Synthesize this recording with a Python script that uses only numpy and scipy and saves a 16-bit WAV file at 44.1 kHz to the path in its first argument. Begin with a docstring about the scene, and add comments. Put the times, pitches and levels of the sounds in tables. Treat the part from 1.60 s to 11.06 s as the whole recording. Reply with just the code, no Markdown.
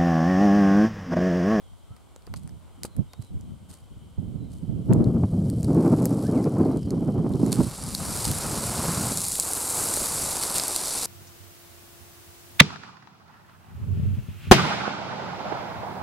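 """Scree slide in mountain wind

Single stones click and scuff underfoot, then loose gravel slides: a loud hiss of tiny collisions
over a churning bed. Gusts buffet the microphone ports; the stereo image closes around the strongest.
Small birds whistle and insects sound far off in the bushes."""
import sys
import numpy as np
from scipy import signal
from scipy.fft import rfft, irfft, next_fast_len
from scipy.io import wavfile
from scipy.ndimage import uniform_filter1d, map_coordinates

SR = 44100
rng = np.random.default_rng(int(sys.argv[2]) if len(sys.argv) > 2 else 0)


def to_wav(sig):
    """Store sig (one row per channel, or 1-D mono) as 16-bit WAV at the path in sys.argv[1].

    Samples outside -1..1 are clipped; the rate is SR.
    """
    pcm = np.clip(np.atleast_2d(sig), -1, 1) * 32767
    pcm = np.round(pcm).astype(np.int16)
    wavfile.write(sys.argv[1], SR, pcm.T)  # frames by channels


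N = 417186

# Spectra of torn air, grinding bed and stone clicks. Each row: frequency in Hz, relative level in dB.
# All *_spectrum tables have these columns.
RASP_SPECTRUM = [(250, -14), (500, 4), (800, -2), (1250, -10), (1800, -28), (2300, -28), (3200, -41),
                 (6000, -76)]
CHURN_SPECTRUM = [(40, -20), (150, -7), (300, 1.5), (600, 2), (1000, 1), (1400, -2), (1800, -11.5),
                  (3000, -13.5), (6000, -54)]
CHINK_SPECTRUM = [(300, -3.5), (1500, -6.5), (3000, -11.5), (4300, 7.5), (6000, 3), (8000, 6), (11000, 6.5),
                  (13500, 2.5), (16000, -26)]


def amp(db):
    """Decibels to gain."""
    return 10 ** (np.asarray(db) / 20)


def unit(x):
    """Scale to rms 1."""
    return x / np.sqrt(np.mean(x ** 2) + 1e-20)


def along(points, hz):
    """Read (Hz, value) points on a log frequency axis."""
    points_hz, values = np.transpose(points)
    return np.interp(np.log(hz + 1), np.log(points_hz + 1), values)


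def curves(rows):
    """One value per sample for each column after the time."""
    times_s, *columns = np.transpose(rows)
    return [np.interp(np.arange(N) / SR, times_s, column) for column in columns]


def gains(rows):
    """dB curves as gains, fading out beyond the first and last rows."""
    t = np.arange(N) / SR
    outside_s = np.maximum(rows[0][0] - t, 0) + np.maximum(t - rows[-1][0], 0)
    return [amp(db) * np.exp(-outside_s / 0.15) for db in curves(rows)]


def wobble(rate_hz):
    """Smooth random curve, rate_hz knots a second."""
    knots = rng.standard_normal(int(N * rate_hz / SR) + 4)
    return map_coordinates(knots, [np.arange(N) * rate_hz / SR])


def filtered(x, response):
    """Zero-phase filter; response maps Hz to gain."""
    size = next_fast_len(x.shape[-1] + 8192)
    return irfft(rfft(x, size) * response(np.fft.rfftfreq(size, 1 / SR)), size)[..., :x.shape[-1]]


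def stereo(pair, spectrum):
    """Colour a left/right pair, its mean at rms 1."""
    both = filtered(pair, lambda hz: amp(along(spectrum, hz)))
    return both / np.std(both.mean(axis=0))


def noise(samples=N):
    """Two independent white noises."""
    return rng.standard_normal((2, samples))


def steady(x, span_s):
    """Even out power over span_s, keeping the finer grain."""
    size = max(int(span_s * SR), 1)
    power = uniform_filter1d(uniform_filter1d(x.mean(axis=0) ** 2, size), size)
    return x / np.sqrt(np.abs(power) + 1e-9)


def add(track, start_s, sound):
    """Mix a sound into the track."""
    part = track[..., max(round(start_s * SR), 0):][..., :sound.shape[-1]]
    part += sound[..., :part.shape[-1]]


def follow(drive, db, growth):
    """Gain of db at a drive of -40 dB, rising growth dB per dB of drive."""
    return amp(db) * (drive / amp(-40)) ** growth


def surge(length_s, rise_s, sag_db_per_s, t60_s):
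    """Envelope: rises, sags through 0 dB at mid-length, dies away after length_s."""
    t = np.arange(int((length_s + t60_s) * SR)) / SR
    attack = np.sin(np.pi / 2 * np.minimum(t / rise_s, 1)) ** 2
    return attack * amp(-sag_db_per_s * (t - length_s / 2) - 60 * np.maximum(t - length_s, 0) / t60_s)


def collisions(rate_hz, spread_db, life_s):
    """Envelope of random impacts, many small and a few large, each with time constant life_s."""
    hits = rng.random(N) < rate_hz / SR
    size = amp(spread_db * np.minimum(rng.standard_normal(N), 2.8))
    return np.sqrt(signal.lfilter([1], [1, -np.exp(-2 / (life_s * SR))], hits * size ** 2))


def valley(air_db=-62, insects_hz=3100, half_width_hz=170):
    """Soft hillside air and a far, wavering insect chorus."""
    air_spectrum = [(59, -17), (100, -22.5), (223, -7), (340, -8), (956, -10), (1520, -17), (1730, -26),
                    (2130, -19), (2630, -24), (3120, -18.5), (3850, -21), (6120, -27.5), (8230, -21),
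                    (12600, -30), (15500, -35)]
    # Each row: time in seconds, chorus level in dB.
    insect_levels = [(0, -74), (.3, -73), (.6, -76), (1.8, -71.5), (2.3, -68), (2.8, -71), (5, -65.5)]
    (insects_db,) = curves(insect_levels)
    chorus = unit(filtered(noise(), lambda hz: 1 / (1 + ((hz - insects_hz) / half_width_hz) ** 2)))
    air = amp(air_db + 0.19 * wobble(1.9)) * stereo(noise(), air_spectrum)
    return air + amp(insects_db + 1.7 * wobble(12)) * chorus


def birds(echo_db=-6, t60_s=0.43):
    """Distant gliding whistles, smeared by the valley sides."""
    # Each row: start and length in seconds, first, middle and last pitch in Hz, level in dB.
    whistles = [(0, 0.16, 3500, 3230, 3190, -69), (0.173, 0.12, 3140, 3200, 3240, -71),
                (0.284, 0.091, 1204, 1320, 1250, -61.5), (1.282, 0.099, 4180, 4070, 3900, -68),
                (1.48, 0.1, 3650, 3750, 3820, -65), (1.587, .13, 3980, 3980, 4000, -67),
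                (2.777, 0.13, 4150, 3920, 3720, -69), (4.629, 0.059, 1400, 1605, 1840, -50),
                (4.746, 0.065, 2990, 2160, 2120, -54.5), (5.0, .06, 4900, 4600, 4000, -59),
                (5.1, 0.049, 4050, 4030, 4250, -62), (5.23, 0.079, 5400, 4550, 4050, -63)]
    song = np.zeros(N)
    for start_s, length_s, *pitches_hz, db in whistles:
        progress = np.linspace(0, 1, int(length_s * SR))
        glide_hz = np.polyval(np.polyfit([0, 0.5, 1], pitches_hz, 2), progress)
        hz = glide_hz * (1 + 0.0215 * wobble(193)[:len(progress)])
        envelope = np.sqrt(np.abs(np.sin(np.pi * progress)))
        add(song, start_s, amp(db) * envelope * np.sin(2 * np.pi * np.cumsum(hz) / SR))
    t = np.arange(SR // 2) / SR
    tail = noise(len(t)) * amp(-60 * t / t60_s)
    echo = signal.fftconvolve(song[None], tail / np.linalg.norm(tail[0]), axes=1)[:, :N]
    return song + amp(echo_db) * echo


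def gusts():
    """Breeze and gusts add in power. Returns strength, its torn part and each port's gain."""
    # Each row: time in seconds, level in dB.
    breeze = [(0, -70.5), (1.1, -60), (2.4, -57.5), (3.2, -34.5), (4.2, -24.5), (5.7, -27.5), (6.15, -42.5),
              (7.4, -30.5), (7.8, -49), (8.9, -49.5), (9.46, -65)]
    # A head-on gust tears into finer eddies. Each row: start and length in seconds, level in dB,
    # torn part in relative dB, left minus right in dB.
    blows = [(0.054, 0.078, -60.5, -19, 7), (0.302, 0.055, -57, -21, 1), (0.665, 0.28, -44.5, -35, -7.5),
             (1.17, 0.12, -52, -5.5, -3), (1.345, 0.084, -40, -24, -5), (1.38, 0.032, -24, -23, -14),
             (1.575, 0.063, -49.5, -18, -9), (1.696, 0.11, -41.5, -35, -2), (1.816, .13, -43, -32, 3),
             (1.994, 0.12, -51, -26, -1), (2.296, 0.19, -49, -15, -0.5), (2.558, 0.31, -34.5, -16, -9),
             (2.998, 0.45, -32.5, -14.5, -14), (3.277, .14, -17.5, -7.5, -2), (3.409, 0.22, -19, -10.5, 7),
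             (3.65, 0.51, -24, -13, -1), (4.07, 0.085, -20, -3.5, 0), (4.154, .17, -21.5, 2.5, 1),
             (4.32, .11, -23, -0.5, -2), (4.414, 0.22, -28, 2.5, -1), (4.67, 0.25, -26, 3, 2),
             (4.942, 0.2, -28.5, 6, -5), (5.256, 0.21, -30.5, 1, -17), (5.414, 0.34, -28, 0, -14),
             (5.776, 0.16, -25, -3.5, -6), (5.948, 0.077, -21, -3, -13), (6.021, .06, -24.5, -11, -13),
             (6.175, 0.47, -35.5, -20, 3.5), (6.666, 0.069, -25, -19, 2), (6.837, 0.27, -34.5, -17.5, 1),
             (7.15, 0.37, -31, -9.5, -11), (8.142, 0.33, -42.5, -26, 4), (8.513, 0.18, -39.5, -24, 9)]
    power = np.repeat(amp(curves(breeze)) ** 2, 2, axis=0)
    torn_power = np.zeros(N)
    for start_s, length_s, db, torn_db, lean_db in blows:
        gust = amp(db) * surge(length_s, rise_s=0.16 * length_s, sag_db_per_s=11, t60_s=1.4 * length_s)
        add(power, start_s, np.outer(unit(amp([lean_db, 0])), gust) ** 2)
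        add(torn_power, start_s, (amp(torn_db) * gust) ** 2)
    strength = np.sqrt(power.mean(axis=0))
    return strength, np.sqrt(torn_power), np.sqrt(power) / strength


def eddies(swing_gain_db=-3, rise_s=0.006, slap_gain_db=3, slap_t60_s=0.033):
    """Each eddy slaps the ports and shakes the diaphragms for a few uneven swings."""
    # Each row: start in seconds, level in dB, pitch in Hz, slap in relative dB.
    hits = [(0.305, -32, 101, -27), (1.386, -19, 142, -27), (1.593, -23, 107, -38), (2.581, -15, 112, -34),
            (3.311, -4.5, 189, -19.5), (3.634, -11.5, 200, -12), (3.785, -14, 170, -32),
            (4.17, -19, 223, -11), (4.964, -14, 256, -13.5), (5.005, -8, 259, -21), (5.054, -14, 400, -15),
            (5.128, -20, 186, -13), (5.374, -32, 204, -20), (5.581, -11, 157, -19), (5.661, -25, 194, -3.5),
            (5.71, -21, 176, -9), (5.83, -6, 247, -20.5), (6.002, -18, 137, -7), (6.7, -14, 147, -21.5)]
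    out, t = np.zeros((2, N)), np.arange(SR // 10) / SR
    for start_s, db, hz, slap_db in hits:
        drift = unit(uniform_filter1d(noise(len(t)), size=200))
        phase = 2 * np.pi * np.cumsum(hz * np.exp(0.278 * drift), axis=1) / SR
        swing = amp(swing_gain_db) * t / rise_s * np.exp(1 - t / rise_s) * np.sin(phase)
        slap = stereo(noise(len(t)), RASP_SPECTRUM) * (1 - np.exp(-t / 0.0026))
        slap *= amp(slap_db + slap_gain_db - 60 * t / slap_t60_s)
        add(out, start_s, amp(db) * (swing + slap))
    return out


def wind(buffet_db=-2, flutter_db=0.5, lump_db=3, tear_db=5.5, torn_swell_db=-19):
    """Turbulence on the ports: pressure swell and buffet, plus flutter and rasp in torn gusts."""
    swell_spectrum = [(12, -16), (25, -13), (45, -7), (70, 1.5), (100, 1), (200, -73), (600, -90)]
    buffet_spectrum = [(30, -64), (60, -20), (110, 0.5), (180, 0), (260, -7.5), (400, -20.5), (700, -31),
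                       (1500, -88)]
    flutter_spectrum = [(80, -44), (170, -3), (260, 2), (380, -4.5), (520, -15.5), (800, -29), (1600, -96)]

    def layer(spectrum, ripple_db):
        return steady(stereo(noise(), spectrum) * amp(ripple_db), span_s=0.068)

    strength, torn, port_gains = gusts()
    torn_share = np.minimum(torn / strength, 1) ** 2
    lumps = wobble(45)
    bursts = 0.58 * lumps + 0.34 * wobble(160)
    swell_gain = follow(strength, db=-45, growth=0.62) * amp(torn_swell_db * torn_share)
    swell = swell_gain * layer(swell_spectrum, lump_db * lumps)
    buffet = amp(buffet_db) * strength * layer(buffet_spectrum, lump_db * lumps)
    flutter = amp(flutter_db) * torn * layer(flutter_spectrum, lump_db * lumps)
    rasp = follow(torn, db=-56.5, growth=1.196) * layer(RASP_SPECTRUM, tear_db * bursts)
    # Veering wind presses harder on one port.
    return (swell + buffet + flutter + rasp + eddies()) * port_gains


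def spills():
    """Handfuls of grit are pushed loose and settle: hiss over a dull grind."""
    # Each row: start in seconds, level in dB, rise and t60 in seconds.
    handfuls = [(.76, -54, 0.0035, 0.2), (1.236, -45, .001, 0.084), (1.25, -41.5, .0015, 0.058),
                (1.59, -60.5, .05, 0.19), (2.082, -52, 0.012, 0.37), (2.9, -57.5, 0.0073, 0.55),
                (4.042, -37, 0.0043, 0.025), (5.918, -26, 0.0022, 0.13), (5.94, -43, 0.053, 1),
                (6.61, -28, 0.098, 0.18), (8.81, -29, 0.0098, 0.27), (8.93, -27.5, 0.065, 0.11)]
    spill_spectrum = [(200, -1), (900, 1), (1700, -8), (2500, -7), (3200, -5.5), (4400, 2.5), (6000, -3.5),
                      (8500, 5), (11000, -0.5), (13500, -9), (16000, -21)]
    flow, t = np.zeros(N), np.arange(SR // 2) / SR
    for start_s, db, rise_s, t60_s in handfuls:
        shape = (1 - np.exp(-(t / rise_s) ** 2)) * amp(-60 * t / t60_s)
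        add(flow, start_s, amp(db) * shape / shape.max())
    grains = collisions(rate_hz=2800, spread_db=-9.5, life_s=0.0016)
    return flow * stereo(grains * noise(), spill_spectrum)


def thuds(decay_cycles=0.42, crunch_t60_s=0.039):
    """A heavy stone lands in loose grit: one dead push and a crunch, no ring."""
    # Each row: start in seconds, level in dB, pitch in Hz.
    landings = [(.562, -39.5, 597), (.675, -35, 400), (0.741, -31, 1110), (1.249, -24.5, 403),
                (1.537, -36, 805), (3.328, -25.5, 1500), (7.79, -27, 700), (8.213, -25, 700),
                (8.373, -21, 600), (8.417, -23.5, 300)]
    out, t = np.zeros((2, N)), np.arange(SR // 20) / SR
    for start_s, db, hz in landings:
        push = np.sin(2 * np.pi * hz * t) * np.exp(-hz * t / decay_cycles)
        crunch = stereo(noise(len(t)), CHURN_SPECTRUM) * amp(-60 * t / crunch_t60_s)
        add(out, start_s, amp(db) * (2 * push + 0.21 * crunch))
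    return out


def stones(gain_db=1, ring_db=10, ring_octaves=0.2, t60_cycles=36, knock_gain_db=3,
           settle_db=-24, settle_t60_s=0.057):
    """A nearby stone cracks, rings briefly at its own pitch and disturbs the grit."""
    # Each row: start in seconds, level in dB, ring in Hz, knock in relative dB.
    strikes = [(.3645, -47.5, 1550, -4), (0.562, -37, 7050, -20), (.6224, -47, 4260, -3),
               (.668, -38, 4560, -13), (0.7393, -28, 4460, 2), (0.7614, -40, 4660, -28),
               (.876, -38, 8910, -11), (.8928, -40, 5460, -7), (1.2339, -19, 7650, -16),
               (1.3658, -36, 10300, -7), (1.5342, -35, 4370, -8), (1.8108, -42.5, 7100, -26),
               (3.3344, -24, 7500, -27), (3.443, -35.5, 3860, -26), (3.8999, -28.5, 8800, -21),
               (4.0303, -26.5, 7250, -38), (4.4558, -13, 13600, -16.5), (4.6682, -31, 5350, -17),
               (4.8427, -31.5, 5670, -11), (5.1718, -37, 2930, -19), (5.2307, -42, 5140, -10),
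               (5.306, -29, 6250, -18), (5.737, -38, 3630, -12), (5.863, -28, 7580, -16),
               (6.238, -21, 9600, -24), (6.3493, -14, 4200, -30), (6.5733, -18.5, 7400, -26),
               (6.715, -13.5, 7450, -39), (7.289, -23, 9300, -25), (7.574, -9, 9100, -38),
               (7.6842, -12, 9300, -47), (7.72, -11, 8160, -45), (7.755, -13, 10230, -37),
               (7.7988, -5, 8800, -46), (7.9342, -13, 9540, -37), (8.3393, -10.5, 8300, -25),
               (8.3664, -14, 9240, -41), (8.8305, -14, 10100, -30), (8.983, -9.5, 8200, -20),
               (8.998, -13.5, 4810, -14), (9.0368, -13, 8900, -35), (9.0811, -11, 9250, -35),
               (9.1622, -9.5, 8300, -22)]
    knock_spectrum = [(200, -3), (700, 8), (1300, -8), (2100, 6), (2800, -15), (5000, -32)]
    out, t = np.zeros((2, N)), np.arange(SR // 10) / SR
    for start_s, db, ring_hz, knock_db in strikes:
        def colour(hz):
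            octaves = np.log2((hz + 1) / ring_hz)
            peak_db = ring_db * np.exp(-(octaves / ring_octaves) ** 2)
            # A larger stone rings lower and gives little above its ring.
            skirt_db = -4.8 * np.maximum(octaves, 0) + 1.2 * np.minimum(octaves, 0)
            return amp(along(CHINK_SPECTRUM, hz) + peak_db + skirt_db)

        crack = unit(filtered(noise(len(t)), colour))
        knock = amp(knock_db + knock_gain_db) * stereo(noise(len(t)), knock_spectrum)
        settle = crack * amp(settle_db - 60 * t / settle_t60_s)
        click = (crack + knock) * amp(-60 * t * ring_hz / t60_cycles) + settle
        add(out, start_s, amp(db + gain_db) * click / np.abs(click.mean(axis=0)).max())
    return out


def gravel_motion():
    """Envelopes of grit, pebbles and deep bed. Faster flow carries more fine grit; the bed surges."""
    # A trickle, then the slide. Each row: time in seconds, grit level in dB.
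    flow = [(3.3, -72), (3.83, -63.5), (4.21, -56.5), (4.45, -52), (5.32, -66), (5.65, -67), (5.89, -51),
            (6.04, -48.5), (6.32, -42), (6.56, -35.5), (6.66, -37), (7.54, -33), (7.66, -32.5),
            (7.97, -32.5), (8.21, -29.5), (9.08, -34), (9.46, -32)]
    # Each row: time in seconds, pebble level in dB at a flow of -40 dB.
    coarseness = [(3.5, -46), (5.9, -43), (6.35, -43.5), (7.3, -43.5), (8.0, -48), (8.6, -44.5),
                  (9.46, -41.5)]
    # The bed gives way. Each row: start and length in seconds, level in dB.
    slips = [(0.283, 0.41, -67.5), (0.977, 0.3, -64), (2.06, 0.081, -64), (5.85, .45, -46),
             (6.37, 0.67, -39.5), (6.788, 0.54, -38), (7.09, 0.4, -35), (7.807, 0.35, -38.5),
             (8.135, 0.19, -36), (8.372, 0.7, -38), (9.047, .36, -42.5)]
    (grit,) = gains(flow)
    (pebble_db,) = curves(coarseness)
    bed_power = np.zeros(N)
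    for start_s, length_s, db in slips:
        slip = amp(db) * surge(length_s, rise_s=0.05, sag_db_per_s=1, t60_s=0.66)
        add(bed_power, start_s, slip ** 2)
    return grit, follow(grit, pebble_db, growth=0.82), np.sqrt(bed_power)


def bounces():
    """Larger pebbles hop out of the flow and tick, clearest in a thin trickle."""
    grit, _, _ = gravel_motion()
    ticks = collisions(rate_hz=55, spread_db=3.5, life_s=0.0006)
    return follow(grit, db=-49, growth=0.82) * stereo(ticks * noise(), CHINK_SPECTRUM)


def slide(grit_db=2, pebble_db=1, churn_db=-0.5, clump_db=0.4):
    """Thousands of collisions a second: grit hisses, pebbles chatter, the bed grinds dully."""
    # Each row: time in seconds, spread of collision sizes in dB.
    unevenness = [(3.2, 6), (5.5, 7), (6.5, 2.5), (7.3, -1), (7.6, 4), (7.8, 2), (8.1, -2.5), (8.7, 3.5),
                  (9.46, 3)]
    grit_spectrum = [(2500, -44), (5500, -6.5), (7200, 7), (8500, 9), (10500, 6.5), (12000, 1.5),
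                     (14000, -10), (16000, -18)]
    pebble_spectrum = [(1000, 1), (1800, -8.5), (2200, -4.5), (3100, -7.5), (4000, 2), (4700, 4), (6000, 1),
                       (8000, -18), (14000, -64)]

    def layer(hits, spectrum):
        return steady(stereo(hits * noise(), spectrum), span_s=0.22)

    grit, pebbles, bed = gravel_motion()
    (spread_db,) = curves(unevenness)
    clumps = amp(clump_db * wobble(50))
    impacts = clumps * collisions(rate_hz=3600, spread_db=spread_db, life_s=0.0006)
    chatter = np.hypot(impacts, 0.56 * collisions(rate_hz=2300, spread_db=spread_db, life_s=0.00061))
    grinding = clumps * collisions(rate_hz=1100, spread_db=2.5, life_s=0.004)
    return (amp(grit_db) * grit * layer(impacts, grit_spectrum)
            + amp(pebble_db) * pebbles * layer(chatter, pebble_spectrum)
            + amp(churn_db) * bed * layer(grinding, CHURN_SPECTRUM))


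def stereo_width(x):
    """The image starts wide, closes in the gale and half reopens, on a set timeline."""
    # Each row: time in seconds, side gain in dB for bass, middle and treble.
    widths = [(0, 11.5, -4.5, 1), (3.42, -1.5, -7, -1), (3.6, -22, -29, -39), (3.75, -72, -68, -40),
              (4.85, -60, -62, -40), (5.05, -18, -21, -26), (6.0, -9.5, -15, -3), (6.75, -5, -57, -9),
              (7.35, -25, -60, -78), (7.85, -20.5, -67, -25), (8.6, -8.5, -52, -9.5), (9.46, -15, -43, -3)]
    # Crossovers. Each row: frequency in Hz, share from 0 to 1.
    bass_share = [(200, 0.75), (400, 0.069), (900, 0)]
    treble_share = [(3200, 0), (5500, 0), (7500, 0.58)]
    mid, side = (x[0] + x[1]) / 2, (x[0] - x[1]) / 2
    bass = filtered(side, lambda hz: along(bass_share, hz))
    treble = filtered(side, lambda hz: along(treble_share, hz))
    side = np.sum(amp(curves(widths)) * [bass, side - bass - treble, treble], axis=0)
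    return np.array([mid + side, mid - side])


def scene():
    """Wind and stones close by, the valley behind."""
    return wind() + slide() + bounces() + stones() + thuds() + spills() + birds() + valley()


def record(dry):
    """Varying stereo width, then a band limit."""
    top_hz, taper_hz = 16050, 300
    return filtered(stereo_width(dry), lambda hz: np.clip((top_hz - hz) / taper_hz, 0, 1))


dry = scene()
out = record(dry)
to_wav(out)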